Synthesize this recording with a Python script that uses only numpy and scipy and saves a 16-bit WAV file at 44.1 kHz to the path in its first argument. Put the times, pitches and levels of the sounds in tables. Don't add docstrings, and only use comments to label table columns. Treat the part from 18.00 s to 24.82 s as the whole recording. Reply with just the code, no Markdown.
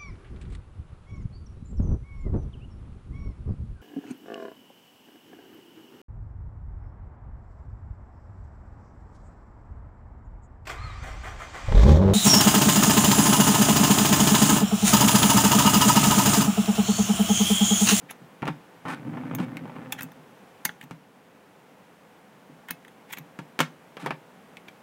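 import sys
import numpy as np
from scipy import signal
from scipy.fft import irfft
from scipy.io import wavfile

SR = 44100
rng = np.random.default_rng(int(sys.argv[2]) if len(sys.argv) > 2 else 0)


def pcm_store(signal):
    levels = np.round(np.clip(np.atleast_2d(signal), -1, 1) * 32767)
    wavfile.write(sys.argv[1], SR, levels.astype(np.int16).T)


N = 300762
TIME_S = np.arange(N) / SR
RING_S = np.arange(SR // 3) / SR

# frequency in Hz, gain in dB.
RUMBLE_SPECTRUM = [(40, -32), (85, -27.5), (120, 0.5), (165, 0.5), (200, -5), (245, 4.5), (295, 0),
                   (350, -13.5), (600, -18.5), (1200, -30), (4000, -65)]
# frequency in Hz, gain in dB.
CHUCK_SPECTRUM = [(40, -30), (90, 0.5), (150, 5.5), (300, 5.5), (420, -18), (700, -5.5), (1200, -2),
                  (2000, 0.5), (3500, -1.5), (5000, -11.5), (6500, -4.5), (9500, -10), (13500, -2),
                  (16000, -3.5)]


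def amp(db):
    return 10 ** (np.asarray(db) / 20)


def unit(x):
    return x / np.sqrt(np.sum(x ** 2) + 1e-20)


def value_at(points, hz):
    points_hz, values = np.transpose(points)
    return np.interp(np.log(hz + 1), np.log(points_hz), values)


def add(mix, start_s, sound):
    part = mix[max(round(start_s * SR), 0):][:len(sound)]
    part += sound[:len(part)]


def colour(x, spectrum, size=4096):
    hz = abs(np.fft.fftfreq(size, 1 / SR))
    log_gain = np.log(amp(value_at(spectrum, hz)))
    taps = np.fft.ifft(np.exp(np.conj(signal.hilbert(log_gain)))).real
    return signal.fftconvolve(x, taps[:size // 2])[:len(x)]


def decay(t60_s):
    return amp(-60 * RING_S / t60_s)


def mode(hz, t60_s):
    return np.sin(2 * np.pi * hz * RING_S) * decay(t60_s)


def ringing(modes):
    return unit(sum((-1) ** k * amp(db) * unit(mode(hz, t60_s))
                    for k, (hz, db, t60_s) in enumerate(modes)))


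def grit(count, per_s, spread_db):
    hit = rng.random(count) < per_s / SR
    sizes = amp(spread_db * np.minimum(rng.exponential(1, count), 3))
    signs = rng.choice([-1, 1], count)
    return unit(hit * sizes * signs) * np.sqrt(count)


def tap(travel_s, crack_db, wash_db, wash_t60_s, wash_hz):
    khz = np.fft.rfftfreq(len(RING_S), 1 / SR) / 1000
    wave = irfft(np.exp(-4000j * np.pi * travel_s * np.sqrt(khz)), len(RING_S))
    crack, wash = rng.standard_normal((2, len(RING_S)))
    wash = signal.lfilter([1], [1, -np.exp(-2 * np.pi * wash_hz / SR)], wash)
    return (unit(wave * decay(t60_s=0.17))
            + amp(crack_db) * unit(crack * decay(t60_s=0.021))
            + amp(wash_db) * unit(wash * decay(wash_t60_s)))


def blow(ring, db, bass_db=0, clack_db=0, treble_db=0):
    force = [(290, bass_db), (420, 0), (950, 0), (1450, clack_db), (3000, clack_db), (6500, treble_db)]
    return amp(db) * np.sqrt(0.005 * SR) * colour(ring, force)


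def hiss():
    # frequency in Hz, relative gain in dB.
    spectrum = [(18, -93.5), (30, -36), (69, -21), (177, -0.5), (292, -3), (324, -7.5), (389, -5),
                (518, -3), (561, -7.5), (830, -6), (1330, -13), (1470, -12), (2990, -20), (4420, -28),
                (15500, -34)]
    # time in seconds, rms level in dB.
    levels = [(0, -52), (2.6, -52), (3.05, -55.5), (3.6, -54), (6.8, -52.5)]
    rms = amp(np.interp(TIME_S, *np.transpose(levels)))
    return rms * np.sqrt(N) * unit(colour(rng.standard_normal(N), spectrum))


def tray_tone():
    # frequency in Hz, relative level in dB.
    modes = [(130, -1), (152, 2), (166, 2), (243, -2), (276, -2), (298, -3), (350, -5), (372, -6),
             (530, -2), (765, 1), (908, -1), (1110, -4), (1360, -3), (1435, 2), (1560, -1), (1705, 0),
             (1826, -3), (2232, 0), (2430, -2), (2483, -1), (2784, -3), (2940, -3), (3180, 0), (3290, -1),
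             (3838, -2)]
    # frequency in Hz, t60 in seconds.
    ring_times = [(150, 0.24), (300, 0.32), (800, 0.14), (3500, 0.091)]
    return ringing([(hz, db, value_at(ring_times, hz)) for hz, db in modes])


def tray():
    # frequency in Hz, gain in dB.
    spectrum = [(40, -15), (85, -13), (110, 2), (145, 10.5), (300, 6.5), (450, 1), (900, 4), (1500, 0.5),
                (3200, -8), (4200, -8.5), (6200, -4.5), (9000, -7.5), (15000, -14.5)]
    contact = tap(travel_s=0.000667, crack_db=-0.5, wash_db=1, wash_t60_s=0.066, wash_hz=5860)
    return unit(colour(contact + amp(-11) * tray_tone(), spectrum))


def nudges():
    # start in seconds, relative level in dB.
    touches = [(0.027, -52), (0.211, -50), (1.06, -40), (1.098, -38), (1.551, -39), (2.032, -44),
               (2.172, -51.5), (2.83, -48.5), (4.495, -50), (4.709, -48.5), (5.183, -46), (6.03, -38.5)]
    out = np.zeros(N)
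    for start_s, db in touches:
        thud = unit(colour(tray(), RUMBLE_SPECTRUM))
        add(out, start_s, blow(thud, db + 9.5))
    return out


def chuck():
    # frequency in Hz, mean relative level in dB, t60 in seconds.
    modes = [(173.6, 6.5, 0.32), (247, 1, 0.34), (844, 0.5, 0.11), (1400, -15, 0.15), (1780, -8, 0.093),
             (2163, 5, 0.078), (2600, -8, 0.18), (3020, -28, 0.025), (4200, -19, 0.083), (6220, -7, 0.02),
             (6500, -9, 0.019), (9082, -1, 0.012), (10830, -9, 0.02), (12000, -39, .04),
             (13550, -12, 0.014), (14400, -18, 0.026)]
    contact = tap(travel_s=0.000323, crack_db=-1, wash_db=-2.5, wash_t60_s=0.047, wash_hz=5750)
    favoured = [(hz, db + rng.normal(0, 4), t60_s) for hz, db, t60_s in modes]
    return unit(unit(colour(contact, CHUCK_SPECTRUM)) + amp(-9) * ringing(favoured))


def clicks():
    # strike time in seconds, relative level in dB, treble in dB, rub time constant in seconds.
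    contacts = [(.099, -35.5, -13, 0.0056), (.111, -34.5, -2.5, .005), (1.350, -35.5, 3.5, 0.00061),
                (1.570, -32.5, -6.5, 0.00065), (1.924, -26, 1, 0.0013), (1.928, -29, -9, 0.0014),
                (1.991, -30, -10, .006), (2.009, -28.5, -7, 0.0012), (2.022, -40.5, 4, 0.0014),
                (2.032, -38.5, 7.5, .0013), (2.119, -49, -2, .0009), (2.6529, -20, 4, 0.0011),
                (2.658, -26.5, -1, 0.0014), (2.693, -30, -17, 0.00092), (2.813, -39, -6, 0.0012),
                (2.828, -43.5, -6, 0.0011), (2.839, -46.5, -1.5, 0.0027), (4.686, -37, -6, 0.00091),
                (4.692, -33.5, -19, 0.0054), (4.706, -30, -10, .0025), (4.7088, -31.5, 7, 0.00091),
                (4.849, -45, -7.5, 0.001), (4.881, -47.5, -5, .0008), (5.107, -37.5, -9, .009),
                (5.129, -33.5, 2.5, .004), (5.135, -31.5, -4, .0027), (5.173, -34.5, -7, .0024),
                (5.185, -34.5, -8, 0.0024), (6.570, -38.5, -12, 0.00063), (6.685, -38.5, -10, 0.0026)]
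    out = np.zeros(N)
    from_strike_s = RING_S - RING_S[len(RING_S) // 8]
    strike = from_strike_s == 0
    for strike_s, db, treble_db, rub_s in contacts:
        rub = unit(grit(len(RING_S), per_s=14000, spread_db=-1) * np.exp(-abs(from_strike_s) / rub_s))
        force = unit(rub * (rub_s / 0.00094) ** 1.46 + strike)
        seated = 1.95 < strike_s < 5.0
        hollow_hz, hollow_db = (1800, -3.5) if seated else (2270, -7)
        hollow = unit(colour(mode(hollow_hz, t60_s=0.005), CHUCK_SPECTRUM))
        low_knock = unit(mode(hz=855, t60_s=0.018))
        response = chuck() + amp(hollow_db) * hollow + amp(-18) * low_knock
        ring = unit(signal.fftconvolve(force, response)[:len(RING_S)])
        top_db = -1 + 0.42 * treble_db
        ring = colour(ring, [(8000, 0), (14000, top_db)])
        add(out, strike_s + from_strike_s[0], blow(ring, db + 1, bass_db=-7, treble_db=treble_db))
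    return out


def pings():
    # start in seconds, frequency in Hz, level in dB, t60 in seconds.
    part_rings = [(0.109, 11170, -30.5, .018), (2.652, 6000, -49, .16), (2.652, 6500, -29, .046),
                  (4.709, 9082, -57, 0.12), (6.684, 2330, -32.5, .035)]
    # start in seconds, main mode's level in dB, its t60 in seconds.
    bit_rings = [(1.350, -33.5, 0.042), (2.653, -33, .04), (5.185, -34, .022), (5.604, -35, .045)]
    bit_hz, beat_hz = 13370, 45
    out = np.zeros(N)
    for start_s, hz, db, t60_s in part_rings:
        add(out, start_s, amp(db) * mode(hz, t60_s))
    for start_s, db, t60_s in bit_rings:
        twin = amp(-22) * mode(bit_hz + beat_hz, 6 * t60_s)
        add(out, start_s, amp(db) * (mode(bit_hz, t60_s) + twin))
    return out


def knock(db, bass_db, treble_db):
    return blow(tray(), db + 3, bass_db, clack_db=5 + 0.28 * treble_db, treble_db=treble_db)


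def knocks():
    # start in seconds, relative level in dB, bass in dB, treble in dB.
    landings = [(0.421, -36.5, 8, -18), (0.4273, -23, 0.5, -39), (.4545, -32.5, -6, -17),
                (.470, -28.5, -5, -22), (0.4777, -23.5, -9, -18.5), (.484, -24, 4, -42),
                (0.853, -34.5, 4.5, -31), (1.386, -34.5, 7.5, -16), (1.401, -31, 13, -17.5),
                (2.91, -39, 10, -9), (5.3895, -34.5, 5, -13.5), (5.591, -21, -2, -11),
                (5.6035, -14.5, -7, -7), (5.608, -28.5, -4, -7), (5.969, -34.5, -5, -18.5),
                (6.0613, -24.5, -7, -13), (6.069, -26, -5, -29), (6.107, -21.5, -8, -25)]
    # start in seconds, relative level in dB.
    bumps = [(1.138, -38.5), (1.1735, -31.5), (1.2346, -35.5), (1.312, -30.5), (1.336, -33.5), (1.655, -37),
             (1.696, -39), (1.764, -34.5)]
    out = np.zeros(N)
    for start_s, db, bass_db, treble_db in landings:
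        add(out, start_s, knock(db, bass_db, treble_db))
    for start_s, db in bumps:
        add(out, start_s, knock(db, bass_db=2, treble_db=-40))
    return out


def tray_response(spectrum, tone_db):
    impulse = RING_S == 0
    return unit(colour(impulse + amp(tone_db) * tray_tone(), spectrum))


def drags():
    # start in seconds, end in seconds, level in dB, treble in dB.
    scrapes = [(.852, 0.892, -33, -8.5), (0.882, 0.948, -33, 0), (1.384, 1.451, -43.5, 3),
               (5.995, 6.028, -46, 8), (6.013, 6.064, -42.5, -1)]
    # frequency in Hz, gain in dB.
    spectrum = [(60, -32), (150, 4), (290, 4.5), (430, -3), (1000, 5), (1900, -1.5), (3300, -12),
                (6000, -22.5), (9000, -22.5), (15000, -36)]
    out = np.zeros(N)
    surface = tray_response(spectrum, tone_db=-11.5)
    for start_s, end_s, db, treble_db in scrapes:
        slips = grit(round((end_s - start_s) * SR), per_s=1500, spread_db=1)
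        response = colour(surface, [(1300, 0), (4500, treble_db)])
        add(out, start_s, amp(db) * signal.fftconvolve(slips, response))
    return out


def rolling():
    # time in seconds, relative level in dB.
    levels = [(0.96, -40), (1.026, -44), (1.064, -34.5), (1.258, -35), (1.34, -28.5), (1.366, -37),
              (1.406, -25.5), (1.448, -34.5), (1.772, -42), (1.814, -33), (1.912, -49.5), (2.046, -41.5),
              (2.074, -53), (2.1, -51)]
    # frequency in Hz, gain in dB.
    patter_spectrum = [(100, -47), (300, -15), (500, 6.5), (1100, 2), (2000, -2.5), (3200, -15.5),
                       (5000, -30.5), (15000, -42)]
    roll_db = np.interp(TIME_S, *np.transpose(levels), left=-np.inf, right=-np.inf)
    weight = amp(roll_db - 2) * grit(N, per_s=560, spread_db=0.3)
    edges = amp(0.35 * roll_db - 36.5) * grit(N, per_s=260, spread_db=3.5)
    rumble = signal.fftconvolve(weight, tray_response(RUMBLE_SPECTRUM, tone_db=-20))
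    patter = signal.fftconvolve(edges, tray_response(patter_spectrum, tone_db=-15))
    return (rumble + patter)[:N]


def room(x, wet_db, build_s):
    # frequency in Hz, t60 in seconds, relative level in dB.
    bands = [(120, 0.35, -0.5), (320, 0.26, -5), (900, 0.21, -1.5), (2500, .16, 6), (6000, 0.2, 2.5),
             (14000, 0.097, 3.5)]
    hz, frame_s, noise = signal.stft(rng.standard_normal(len(RING_S)), SR, nperseg=256)
    t60_s, db = (value_at(np.array(bands)[:, [0, column]], hz)[:, None] for column in (1, 2))
    tail = signal.istft(noise * amp(db - 60 * frame_s / t60_s), SR, nperseg=256)[1][:len(RING_S)]
    tail = unit(tail * (1 - np.exp(-RING_S / build_s)))
    return x + amp(wet_db) * signal.fftconvolve(x, tail)[:N]


def scene():
    on_tray = room(knocks() + nudges() + rolling() + drags(), wet_db=-11.5, build_s=0.002)
    at_chuck = room(clicks() + pings(), wet_db=-19.5, build_s=0.005)
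    return (on_tray + at_chuck + hiss())[None]


def record(dry):
    cutoff_hz = 15950
    taps = signal.firwin(401, cutoff_hz, window=("kaiser", 8), fs=SR)
    return signal.oaconvolve(dry, taps[None], "same")


dry = scene()
out = record(dry)
pcm_store(out)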